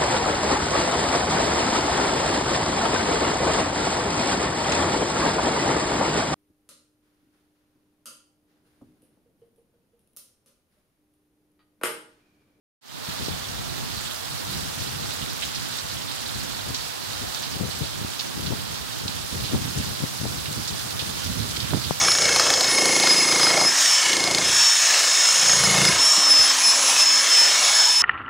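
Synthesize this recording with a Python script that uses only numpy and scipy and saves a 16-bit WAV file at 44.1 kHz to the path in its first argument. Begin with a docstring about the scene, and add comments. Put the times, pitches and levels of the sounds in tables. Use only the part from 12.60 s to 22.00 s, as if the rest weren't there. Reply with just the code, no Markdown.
"""Rain from a veranda

Steady rain fades in on open sand and puddles, heard through a phone's two microphone ports.
Far drops merge into a wash, near ones patter and spray, fat drips splat with an echo off the wall.
Wind rumbles low underneath and comes in gusts that buffet one port or the other."""
import sys
import numpy as np
from scipy import signal
from scipy.fft import rfft, irfft, next_fast_len
from scipy.io import wavfile
from scipy.ndimage import uniform_filter1d

SR = 44100
rng = np.random.default_rng(int(sys.argv[2]) if len(sys.argv) > 2 else 0)


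def output_pcm(signal):
    """Save a mono or channel-first signal as 16-bit PCM at the path in sys.argv[1].

    Samples are clipped to [-1, 1] before scaling.
    """
    pcm = np.clip(np.atleast_2d(signal).T, -1, 1) * 32767
    wavfile.write(sys.argv[1], SR, np.round(pcm).astype(np.int16))


N = 414540
TIME = np.arange(N) / SR
ANTIPHASE = np.array([[1], [-1]])


def undb(db):
    """Decibels to gain."""
    return 10 ** (np.asarray(db) / 20)


def level(x, db=0):
    """Scale to an rms level."""
    return x * undb(db) / np.sqrt(np.mean(x ** 2) + 1e-20)


def eq(x, points, stretch=1):
    """Filter by a curve of (frequency [Hz], gain [dB]) points, its frequencies multiplied by stretch."""
    n = next_fast_len(x.shape[-1])
    hz, db = np.transpose(points)
    bins = np.maximum(np.arange(n // 2 + 1) * SR / n, 1)
    gain = undb(np.interp(np.log(bins), np.log(hz * stretch), db))
    return irfft(rfft(x, n) * gain, n)[..., :x.shape[-1]]


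def drift(rate):
    """Smooth random modulation of rms 1, with rate new values a second."""
    hold = max(int(SR / rate), 1)
    steps = np.repeat(rng.standard_normal(N // hold + 1), hold)
    return level(uniform_filter1d(uniform_filter1d(steps, hold), hold)[:N])


def grain(spread_db, size, hold):
    """A rough gain that jumps at random every hold samples."""
    return undb(spread_db * np.repeat(rng.standard_normal(size // hold), hold))


def add(out, start_s, sound):
    """Mix a stereo sound in at start_s."""
    i = max(int(start_s * SR), 0)
    part = out[:, i:i + sound.shape[-1]]
    part += sound[:, :part.shape[-1]]


def port_levels(db, pan_db):
    """Left and right levels: the windward port gets it all, the sheltered one less."""
    return db + np.minimum([pan_db, -pan_db], 0)


# Bass-heavy tone of far wind: (frequency [Hz], gain [dB])
RUMBLE_EQ = [(20, -36), (40, -11), (62, -17), (95, 1.5), (160, -4), (250, -7), (400, -13), (900, -49)]

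def far_wind():
    """Wind on the plain lays down a low, wavering rumble, mostly in antiphase."""
    air = rng.standard_normal(N) * ANTIPHASE + undb(-11.5) * rng.standard_normal((2, N))
    return level(eq(air, RUMBLE_EQ), -40.5) * undb(2 * drift(12))


# Soft, mid-heavy tone of far rain: (frequency [Hz], gain [dB])
WASH_EQ = [(100, -45), (250, -3), (450, -0.5), (850, 2), (1300, -4), (2000, -10.5), (4000, -12.5),
           (15000, -22)]

def far_rain():
    """Countless far drops merge into a wide wash: lows in antiphase, highs unrelated at the two ports."""
    lows = eq(rng.standard_normal(N), [(700, 0.5), (1100, -3.5), (1700, -38)]) * ANTIPHASE
    highs = eq(rng.standard_normal((2, N)), [(400, -10.5), (800, -1.5), (1300, 3.5)])
    return level(eq(lows + highs, WASH_EQ), -39.5) * undb(0.5 * drift(2.9))


# Dark tone of wind on a port, for gusts and buffets: (frequency [Hz], gain [dB])
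TURBULENCE_EQ = [(20, -31), (42, -22), (65, -1.5), (110, 1.5), (160, -1), (230, -4.5), (330, -10.5),
                 (550, -18.5), (1000, -32.5), (2500, -45), (8000, -80)]
# Gust cues: (start [s], hold [s], left level [dB], right level [dB])
GUST_CUES = [(0.591, .19, -34.5, -43), (1.75, 0.74, -38, -41), (4.97, 0.36, -38.5, -42),
             (5.793, 0.22, -29.5, -50), (6.732, 0.27, -30.5, -27.5), (6.996, .32, -27.5, -31.5),
             (7.387, 1.17, -36, -39.5), (8.678, 0.584, -37, -28.5)]

def gusts(rise_s=0.05, fall_s=0.076, breeze_start_s=0.495, puff_db=5.5, flutter_db=7):
    """A light breeze puffs and flutters at each port; brighter gusts rise over it, hold and die away."""
    power = np.zeros((2, N))
    for start, hold_s, *port_db in GUST_CUES:
        end = start + hold_s
        swell = np.interp(TIME, [start - rise_s, start, end, end + fall_s], [0, 1, 1, 0])
        power += (undb(port_db)[:, None] * swell) ** 2
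    onset = np.clip((TIME - breeze_start_s) / rise_s, 0, 1)
    breeze = undb([[-43.5], [-46.5]]) * onset * undb(puff_db * np.tanh(drift(9)))
    flutter = undb(flutter_db * np.tanh([drift(35), drift(35)]))
    dark, bright = [level(eq(rng.standard_normal((2, N)) * flutter, TURBULENCE_EQ, stretch), -1.77)
                    for stretch in (0.78, 0.93)]
    return breeze * dark + np.sqrt(power) * bright


# Buffet cues: (centre time [s], width [s], level [dB], left minus right [dB])
BUFFET_CUES = [(0.498, 0.028, -29, 24.5), (.616, 0.023, -26, 16.5), (1.355, .034, -31.5, 4),
               (2.2, 0.05, -31, 12), (2.445, 0.031, -30, 4), (2.627, 0.021, -29, -5),
               (3.763, 0.021, -28.5, 16), (4.09, 0.049, -26.5, 16), (4.626, .028, -27, 12),
               (5.014, 0.071, -20.5, 19), (5.229, .033, -20, 14), (5.431, 0.053, -28.5, 0),
               (5.796, 0.025, -25.5, 20), (5.923, 0.022, -17.5, 21), (6.457, 0.044, -27.5, 3),
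               (6.947, 0.03, -16, 3.5), (7.187, 0.034, -23, 8), (7.434, 0.03, -18, 10),
               (7.651, 0.045, -21, 14), (7.986, 0.033, -24.5, -18), (8.79, 0.12, -29, -15),
               (9.148, .04, -16, -8)]

def buffets(db_per_octave=42, size=8192):
    """Short, ragged bursts of turbulence hit the ports, brighter when stronger."""
    t, out = (np.arange(size) - size / 2) / SR, np.zeros((2, N))
    for centre_s, width_s, windward_db, pan_db in BUFFET_CUES:
        swell = np.exp(-(1.25 * t / width_s) ** 2)
        eddies = grain(spread_db=6, size=size, hold=128)
        puffs = []
        for db in port_levels(windward_db, pan_db):
            burst = rng.standard_normal(size) * swell * eddies
            brightness = 2 ** ((db + 27) / db_per_octave)
            puffs.append(level(eq(burst, TURBULENCE_EQ, brightness), db - 2.5))
        add(out, centre_s - size / 2 / SR, np.array(puffs) * np.sqrt(np.mean(swell ** 2)))
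    return out


# Wind pop cues: (time [s], level [dB], snap pitch [Hz], left minus right [dB])
POP_CUES = [(.683, -17, 325, 25), (6.948, -19.5, 660, 20), (7.654, -17, 520, 17), (8.424, -24, 345, 15),
            (9.129, -16, 365, -28), (9.135, -11, 800, -20), (9.3086, -7.5, 580, 37)]

def wind_pops(thud_hz=150, thud_s=0.0072, thud_db=-4, size=3000):
    """A sharp eddy gives one swing of pressure, then a low thud as the port settles."""
    t, out = np.arange(size) / SR, np.zeros((2, N))
    for start, db, hz, pan_db in POP_CUES:
        phase = 2 * np.pi * hz * t - np.pi
        snap = phase * np.exp((1 - phase ** 2) / 2)
        thud = np.sin(2 * np.pi * thud_hz * t) * np.exp(-t / thud_s) * (1 - np.exp(-t * hz))
        add(out, start, undb(port_levels(db, pan_db))[:, None] * (snap + undb(thud_db) * thud))
    return out


def drops(rate, spread_db, cap_db, splash_s, splash_db, range_hz, octaves, grounds=7):
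    """Drops land on grounds of differing pitch: a tick, then a brief splash of droplets."""
    out, decay = np.zeros((2, N)), np.exp(-2 / (splash_s * SR))
    for hz in np.geomspace(*range_hz, grounds):
        hits = np.flatnonzero(rng.random(N) < rate / grounds / SR)
        accent_db = np.minimum(spread_db * rng.exponential(size=N), cap_db)
        sizes = undb(accent_db[hits]) * rng.choice([-1, 1], N)[hits]
        lags = rng.integers(-22, 23, N)[hits]  # samples: a tick reaches one port first
        ticks = np.array([np.bincount(hits, sizes, N), np.bincount((hits + lags) % N, sizes, N)])
        envelope = np.sqrt(signal.lfilter([1 - decay], [1, -decay], ticks ** 2 + 1e-12))
        splash = envelope * rng.standard_normal((2, N))
        band = [(hz / 4 ** octaves, -18), (hz / 2 ** octaves, -5), (hz, 0),
                (hz * 2 ** octaves, -5), (hz * 4 ** octaves, -18)]
        out += eq(ticks + undb(splash_db) * splash, band)
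    return out


# Fader ride of the slowly thickening shower: (time [s], patter level [dB], spray level [dB])
SHOWER_RIDE = [(.9, -40, -46.5), (1.9, -39, -42.5), (3.0, -37.5, -44.5), (4.4, -39, -44), (6.3, -39, -43.5),
               (6.9, -38.5, -41), (9.1, -37, -40)]
# Crisp tone of near drops: (frequency [Hz], gain [dB])
PATTER_EQ = [(300, -49), (800, -9.5), (1400, 3), (2200, -2), (3000, -2.5), (4200, -1.5), (6000, -3.5),
             (8000, -6), (12000, -14), (16000, -37)]
# Airy fizz of fine spray: (frequency [Hz], gain [dB])
SPRAY_EQ = [(2000, -49), (5000, 4), (7500, -0.5), (10000, 0.5), (12000, -2.5), (14000, -11), (16000, -8.5)]

def near_rain():
    """Near drops patter in flurries; heavy ones splash, some tick on stone, the finest fizz on top."""
    times, *faders = np.transpose(SHOWER_RIDE)
    patter_db, spray_db = [np.interp(TIME, times, fader) for fader in faders]
    flurry_db = 0.72 * drift(18) + 0.37 * drift(5.5)
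    patter = drops(rate=2600, spread_db=2, cap_db=20, splash_s=0.01, splash_db=3.5,
                   range_hz=(710, 12200), octaves=0.88)
    heavy = drops(rate=170, spread_db=3, cap_db=6.5, splash_s=0.02, splash_db=9,
                  range_hz=(3130, 8000), octaves=0.19)
    stone = drops(rate=90, spread_db=4.5, cap_db=10, splash_s=0.003, splash_db=0,
                  range_hz=(3800, 11000), octaves=0.4)
    spray = drops(rate=3000, spread_db=1, cap_db=19, splash_s=0.0093, splash_db=2,
                  range_hz=(5300, 15900), octaves=0.45)
    ground = level(eq(patter, PATTER_EQ), -2.68) + level(eq(heavy, PATTER_EQ), -6) + level(stone, -14)
    fizz = level(eq(spray, SPRAY_EQ))
    return ground * undb(patter_db + flurry_db) + fizz * undb(spray_db + 0.61 * flurry_db)


# Close drip cues: (time [s], level [dB], band centre [Hz], splash length [s])
DRIP_CUES = [(2.616, -40.5, 3250, .015), (2.822, -33, 3050, 0.019), (2.947, -37.5, 4700, .016),
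             (4.145, -34, 4700, 0.02), (4.746, -33, 4500, .007), (4.828, -39, 4300, .033),
             (5.593, -33.5, 4460, .018), (5.862, -34.5, 3900, .013), (6.479, -31.5, 4000, 0.0076),
             (6.836, -40.5, 3800, 0.09), (7.179, -33.5, 6400, 0.017), (7.926, -32, 7000, .0055),
             (8.075, -31, 5490, .02), (8.195, -31.5, 5400, .006), (8.393, -33.5, 3600, 0.023),
             (8.644, -39.5, 4800, .014), (8.905, -37, 6500, .014), (8.963, -31.5, 3960, 0.0088),
             (9.002, -35, 4100, .012), (9.239, -36, 3700, .017)]

def fat_drips(octaves=0.43, crack_s=0.00061, echo_s=0.0078, tail_s=0.15, size=9000):
    """A fat drip cracks on wet ground, throws droplets for a moment, and slaps back off the wall."""
    t, out = np.arange(size) / SR, np.zeros((2, N))
    for start, db, hz, splash_s in DRIP_CUES:
        crack = undb(-3) * np.exp(-t / crack_s)
        droplets = grain(spread_db=4, size=size, hold=50) * np.exp(-(t / splash_s) ** 2)
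        slap = undb(-8) * np.exp(-abs(t - echo_s) / crack_s)
        tail = undb(-14) * np.exp(-t / tail_s)
        envelope = crack + droplets + (t > echo_s) * (slap + tail)
        band = [(hz / 16, -45), (hz / 8 ** octaves, -15), (hz / 2 ** octaves, -2), (hz, 0),
                (hz * 2 ** octaves, -3), (hz * 6 ** octaves, -22), (hz * 8, -50)]
        add(out, start, envelope * level(eq(rng.standard_normal((2, size)), band), db - 0.7))
    return out


# Left port, nearly flat with one narrow notch: (frequency [Hz], gain [dB])
LEFT_EQ = [(100, -1.5), (3700, 0.5), (4050, 1), (4170, -24), (4330, 1), (16000, 2.5)]
# Right port, with a cavity resonance near 4 kHz: (frequency [Hz], gain [dB])
RIGHT_EQ = [(100, 2.3), (500, 5.33), (800, 3.1), (1300, 3.6), (2200, 5.14), (2800, 7.4), (3700, 10),
            (4400, 9.7), (5100, 6.7), (6000, 3.5), (9500, 2.2), (12000, 2.5), (14000, 11), (15500, 8.2)]

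def scene():
    """Each port colours the rain and far wind; the close wind acts on the ports directly."""
    left, right = far_rain() + far_wind() + near_rain() + fat_drips()
    return np.array([eq(left, LEFT_EQ), eq(right, RIGHT_EQ)]) + gusts() + buffets() + wind_pops()


def record(dry, fade_start_s=0.21, fade_s=0.29, low_hz=32, top_hz=15800):
    """Fade in, thin the deepest bass and cut the top."""
    faded = dry * np.clip((TIME - fade_start_s) / fade_s, 0, 1)
    thinned = signal.sosfilt(signal.butter(2, low_hz, "high", fs=SR, output="sos"), faded)
    return signal.sosfilt(signal.ellip(14, 0.1, 70, top_hz, fs=SR, output="sos"), thinned)


dry = scene()
out = record(dry)
output_pcm(out)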